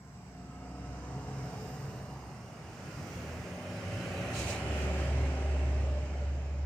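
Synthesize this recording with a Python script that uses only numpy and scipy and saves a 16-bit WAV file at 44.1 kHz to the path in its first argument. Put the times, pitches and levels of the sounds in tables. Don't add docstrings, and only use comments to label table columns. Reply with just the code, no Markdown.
import sys
import numpy as np
from scipy import signal
from scipy.io import wavfile
from scipy.ndimage import uniform_filter1d

SR = 44100
rng = np.random.default_rng(int(sys.argv[2]) if len(sys.argv) > 2 else 0)


def generate_wav(signal):
    frames = np.transpose(np.atleast_2d(signal))
    scaled = np.clip(frames, -1, 1) * 32767
    pcm = np.round(scaled).astype(np.int16)
    wavfile.write(sys.argv[1], SR, pcm)


N = 293265
T = np.arange(N) / SR

# time_s, direct_view_share (0-1), left_lead_samples
VIEW = [(0, 0, 4.9), (2.3, 0.1, 1.3), (3.1, 0.5, 0.73), (4.2, 1, 0.47), (4.8, 0.89, 4.2),
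        (6.65, 0.54, 2.66)]
# time_s, nearness_db
NEARNESS = [(0, -11), (.15, -7), (.6, -5), (1, 0), (1.55, 0.5), (2.1, -1.5), (2.55, -3), (3.05, 0),
            (3.6, 1), (4.4, 7.5), (4.9, 7), (5.4, 4), (5.9, 1), (6.3, -2), (6.65, -5)]
# time_s, half_length_s, level_db
GAPS = [
    (1.626, 0.44, 8),
    (3.052, 0.31, 7),
    (4.8, .06, 5),
    (5.026, 0.071, 3),
]
# level_db (at nearness 0), nearness_share, full_view_gain_db, drift_db_per_s, gap_share
LAYERS = [
    (-47, 0.85, -2, 0.64, .1),
    (-50.5, 1.18, -2.5, 0.61, -0.056),
    (-57, 0.83, 7.5, -0.2, 0.27),
    (-63, 0.77, 3, 0, 0.45),
    (-83, 0.34, 24.5, -3, 1.2),
]
LAYER_EDGES_HZ = [300, 1000, 3250]
# pitch_hz, level_db_per_hz
SCREENED_COLOUR = [(26, -42), (45, -10), (70, -6), (96, -3), (134, 1.5), (299, -14.5), (327, -17),
                   (433, -16.5), (527, -20.5), (731, -15.5), (833, -18.5), (2820, -33), (3300, -39),
                   (4450, -36), (4970, -29), (8200, -37.5), (10700, -72), (18000, -120)]
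# pitch_hz, level_db_per_hz
OPEN_COLOUR = [(26, -44), (45, -19), (57, -1.5), (75, -20), (98, 3), (182, -15.5), (208, -13.5),
               (378, -21.5), (493, -23.5), (551, -18), (981, -33), (2540, -30.5), (3550, -38.5),
               (5910, -39.5), (9000, -44), (11700, -79), (19800, -120)]
# pitch_hz, likeness (0-1)
STEREO_LIKENESS = [(60, 0.99), (150, 0.98), (380, 0.96), (950, 0.83), (2380, 0), (5980, 0.32), (15000, 0.0)]
# pitch_hz, left_minus_right_db
STEREO_TILT = [(60, -0.5), (150, -0.5), (380, 0.5), (950, -2.5), (2380, -4), (5980, -6.0), (15000, -15.5)]
# time_s, pitch_hz, level_db
DRONE = [
    [(0, 67, -59), (.45, 64, -51), (.92, 64.7, -43), (1.58, 66.9, -52.5), (2.05, 68, -50),
     (2.35, 63.6, -57)],
    [(4.0, 70.6, -65), (4.4, 70.1, -40.5), (4.8, 71.34, -34.5), (5.2, 70.8, -27.5), (5.9, 69.6, -28.5),
     (6.65, 71.2, -30.5)],
]
# time_s, depth_db
ECHO_NULLS = [
    (1.84, 17),
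    (4.56, 8),
    (5.37, 5),
    (6.1, 5),
    (6.46, 3.5),
]
# start_s, end_s, start_pitch_hz, end_pitch_hz, width_hz
ORDERS = [(.7, 2.2, 131, 136, 5), (-.4, 2.3, 185, 181, 3), (.2, 2, 262, 260, 7), (.5, 1.6, 292, 302, 8),
          (1, 2.1, 422, 440, 14), (0, 2.6, 705, 760, 20), (.4, 1.1, 1290, 1290, 70), (3.0, 3.6, 78, 84, 6),
          (3.3, 4.9, 94, 97, 3), (2.9, 5.5, 180, 181, 6), (2.8, 4.8, 240, 250, 5), (4.7, 6, 264, 258, 5),
          (4.4, 5.9, 385, 375, 8), (3.3, 5.5, 566, 550, 16), (3.4, 5.4, 605, 610, 14),
          (5.3, 6.2, 615, 600, 35), (5.4, 7, 590, 575, 35), (3.4, 6, 768, 785, 12), (4.6, 7.2, 123, 126, 3),
          (0, 3.6, 2800, 2850, 120), (4.5, 6.9, 143, 141, 4), (.55, 2.1, 485, 500, 14)]
ORDER_LEVELS = [-46, -54, -54, -54.5, -55.5, -57, -61.5, -48, -48, -47.5, -55, -47.5, -48, -49.5, -53, -48,
                -55, -54, -52, -70, -63, -61]
# time_s, pitch_hz, level_db
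TURBO = [(0, 7740, -71.5), (.55, 7880, -73.5), (1.2, 8360, -74), (1.75, 8770, -73.5), (2.5, 9120, -75),
         (3.5, 9420, -72), (4.1, 9750, -69.5), (4.5, 9800, -68), (4.9, 9740, -74), (5.2, 9420, -75),
         (5.6, 8764, -87), (6.65, 7450, -98)]
# start_s, loudest_s, end_s, level_db
UPPER_WHISTLE = [
    (1.0, 1.697, 2.9, -73),
    (2.1, 3.201, 5.2, -75.5),
]
# pitch_hz, level_db_per_hz
INTAKE_COLOUR = [(5590, -30), (9500, -1), (10600, -5.5), (11900, -4.5), (14300, -2.5), (15100, -7),
                 (15500, -12)]
# start_s, level_db, length_s
PUFFS = [
    (4.32, 0, .095),
    (4.45, -2, .06),
    (4.02, -14, .01),
    (4.79, -14, .03),
    (3.885, -13, .005),
    (4.95, -15, .03),
]
# pitch_hz, level_db_per_hz
PUFF_COLOUR = [(880, -32), (1500, -22), (2400, 8.5), (3540, -3), (4060, 4.5), (4700, -0.5), (7010, 1),
               (10800, -15), (13500, -23), (15500, -23)]
# time_s, pitch_hz, length_s, level_db
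SQUEAKS = [
    (3.775, 3980, .03, -62),
    (4.385, 3960, .07, -54),
    (4.02, 3990, .03, -60),
    (4.18, 3970, .03, -64),
    (4.27, 3970, .03, -60),
]
# pitch_hz, drop_below_neighbours_db
THINNING = [(6000, 40), (8000, 4), (9500, 1.6), (11500, 2), (13000, 4), (15300, 3), (15600, 0)]


def gain_of(db):
    return 10 ** (np.asarray(db) / 20)


def evened(x):
    return x / np.sqrt(np.mean(x ** 2) + 1e-20)


def read(points, hz):
    f, value = np.transpose(points)
    return np.interp(np.log(hz + 1), np.log(f + 1), value)


def column(rows, index, t):
    rows = np.array(rows)
    return np.interp(t, rows[:, 0], rows[:, index])


def whistle(hz, width_hz, clean):
    hop = 16
    r, steps = np.exp(-np.pi * width_hz * hop / SR), N // hop + 2
    wander = rng.standard_normal(2 * steps) + 1j * rng.standard_normal(2 * steps)
    wander = signal.lfilter([1], np.convolve([1, -r], [1, -r]), wander)[steps:]
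    wander = clean + (1 - clean) * wander / np.sqrt(np.mean(abs(wander) ** 2))
    wander = np.interp(np.arange(N) / hop, np.arange(steps), wander)
    carrier = np.exp(2j * np.pi * np.cumsum(hz) / SR)
    return evened((wander * carrier).real)


def pair(x, hz):
    late = np.interp(np.arange(N) - column(VIEW, index=2, t=T), np.arange(N), x)
    return np.array([x, late]) * gain_of(read(STEREO_TILT, hz) / 2 * np.array([[1], [-1]]))


def noise(field_db, hz, t, size, patchy_db):
    a, b, c, d, patches = rng.standard_normal((len(t), len(hz), 5)).T
    patches = uniform_filter1d(patches, size=10, axis=0)
    patches = evened(uniform_filter1d(patches, size=12, axis=1))
    same = np.clip(read(STEREO_LIKENESS, hz), -1, 1)[:, None]
    right = a + 1j * b
    lag = np.exp(2j * np.pi * hz[:, None] * column(VIEW, index=2, t=t) / SR)
    left = same * lag * right + np.sqrt(1 - same ** 2) * (c + 1j * d)
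    tilt_db = read(STEREO_TILT, hz)[:, None] / 2 * np.array([1, -1])[:, None, None]
    z = np.array([left, right]) * gain_of(field_db + patchy_db * patches + tilt_db)
    return signal.istft(z, nperseg=size, noverlap=size * 3 // 4)[1][:, :N] * np.sqrt(2 / 3)


def layer_db(index, t):
    base_db, share, view_db, drift_db, gap_share = LAYERS[index]
    gap_db = sum(db * np.exp(-((t - s) / half) ** 2) for s, half, db in GAPS)
    near_db = share * column(NEARNESS, index=1, t=t)
    return base_db + near_db + view_db * column(VIEW, index=1, t=t) + drift_db * t + gap_share * gap_db


def roar():
    hz, t = np.fft.rfftfreq(2048, 1 / SR), np.arange(N // 512 + 5) * 512 / SR
    view = np.clip(column(VIEW, index=1, t=t), 0, 1)
    top_hz = np.minimum(hz, 8000)
    screened_db = read(SCREENED_COLOUR, top_hz)[:, None]
    colour = (1 - view) * screened_db + view * read(OPEN_COLOUR, top_hz)[:, None]
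    band = np.digitize(hz, LAYER_EDGES_HZ)
    trim = np.zeros_like(colour)
    for k in range(4):
        inside = (band == k) & (hz > 90) & (hz < 8500)
        colour_power = (gain_of(colour[inside]) ** 2).sum(0)
        trim[band == k] = layer_db(index=k, t=t) - 10 * np.log10(colour_power)
    past_hz = hz[:, None] - column(TURBO, index=1, t=t)
    colour += -4 * np.clip(past_hz / 400, 0, 1) - 4 * np.maximum(past_hz, 0) / 1000
    colour -= 5 * np.maximum(hz - 7500, 0)[:, None] / 1000
    field_db = colour + uniform_filter1d(trim, size=7, axis=0) + 4
    return noise(field_db, hz, t, size=2048, patchy_db=1.39)


def drone():
    out = np.zeros(N)
    for rows in DRONE:
        fade = np.clip(np.minimum(T - rows[0][0] + .05, rows[-1][0] - T + .1) / .1, 0, 1)
        tone = whistle(column(rows, index=1, t=T), width_hz=3, clean=.92)
        out += tone * fade * gain_of(column(rows, index=2, t=T))
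    null_s = 0.1
    cancel_db = sum(db * np.exp(-((T - s) / null_s) ** 2) for s, db in ECHO_NULLS)
    return pair(out * gain_of(-cancel_db), hz=70)


def orders():
    out = np.zeros(N)
    for (start, end, hz0, hz1, width_hz), db in zip(ORDERS, ORDER_LEVELS):
        u = np.clip((T - start) / (end - start), 0, 1)
        swell = np.sqrt(abs(np.sin(np.pi * u)))
        clean = .72 * (width_hz < 25)
        out += gain_of(db) * swell * whistle(hz0 + (hz1 - hz0) * u, width_hz, clean)
    return pair(out, hz=400)


def upper_whistle(hz):
    core = whistle(hz, width_hz=260, clean=0)
    return core + .8 * whistle(hz - 500, width_hz=1200, clean=0)


def turbo():
    hz = column(TURBO, index=1, t=T)
    low = np.array([whistle(hz, width_hz=210, clean=.15) for side in range(2)]) * gain_of([[-3], [3]])
    high = np.array([upper_whistle(1.585 * hz) for side in range(2)]) * gain_of([[-10], [5]])
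    boost = np.zeros(N)
    for start, top, end, db in UPPER_WHISTLE:
        away = np.maximum((top - T) / (top - start), (T - top) / (end - top))
        boost += gain_of(db - 22.5 * away)
    bins, t = np.fft.rfftfreq(1024, 1 / SR), np.arange(N // 256 + 5) * 256 / SR
    rush = evened(noise(read(INTAKE_COLOUR, bins)[:, None], bins, t, size=1024, patchy_db=1.0))
    rush = rush * gain_of([[-5], [3]]) * gain_of(layer_db(index=4, t=T))
    return low * gain_of(column(TURBO, index=2, t=T)) + high * boost + rush


def valve():
    hz, t = np.fft.rfftfreq(256, 1 / SR), np.arange(N // 64 + 5) * 64 / SR
    air = evened(noise(read(PUFF_COLOUR, hz)[:, None], hz, t, size=256, patchy_db=1.5))
    flow = np.zeros(N)
    for start, db, length in PUFFS:
        tail_db = -150 * np.maximum(T - start - length, 0)
        flow += gain_of(db + tail_db) * np.clip((T - start) / .05, 0, 1)
    squeak = np.zeros(N)
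    for s, pitch_hz, length, db in SQUEAKS:
        bell = np.exp(-(2 * (T - s) / length) ** 2)
        squeak += gain_of(db) * bell * whistle(pitch_hz + 0 * T, width_hz=90, clean=.55)
    return gain_of(-40.5) * air * flow + pair(squeak, hz=4000)


def scene():
    return roar() + drone() + orders() + turbo() + valve()


def thinned(x):
    hz, t, z = signal.stft(x, SR, nperseg=2048, window="cosine", noverlap=1024)
    group_db = 10 * np.log10(uniform_filter1d(abs(z) ** 2, size=6, axis=1) + 1e-20)
    under_db = uniform_filter1d(group_db, size=45, axis=1) - group_db
    keep = gain_of(-np.clip(12 * (under_db - read(THINNING, hz)[:, None]), 0, 25))
    return signal.istft(z * keep, SR, nperseg=2048, window="cosine", noverlap=1024)[1][:, :N]


def low_pass(x):
    return signal.sosfilt(signal.butter(12, 15610, fs=SR, output="sos"), x)


def record(dry):
    cut = signal.sosfilt(signal.butter(2, 55, "high", fs=SR, output="sos"), dry)
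    hiss = gain_of(-79) * rng.standard_normal(dry.shape)
    return low_pass(thinned(cut + hiss))


dry = scene()
out = record(dry)
generate_wav(out)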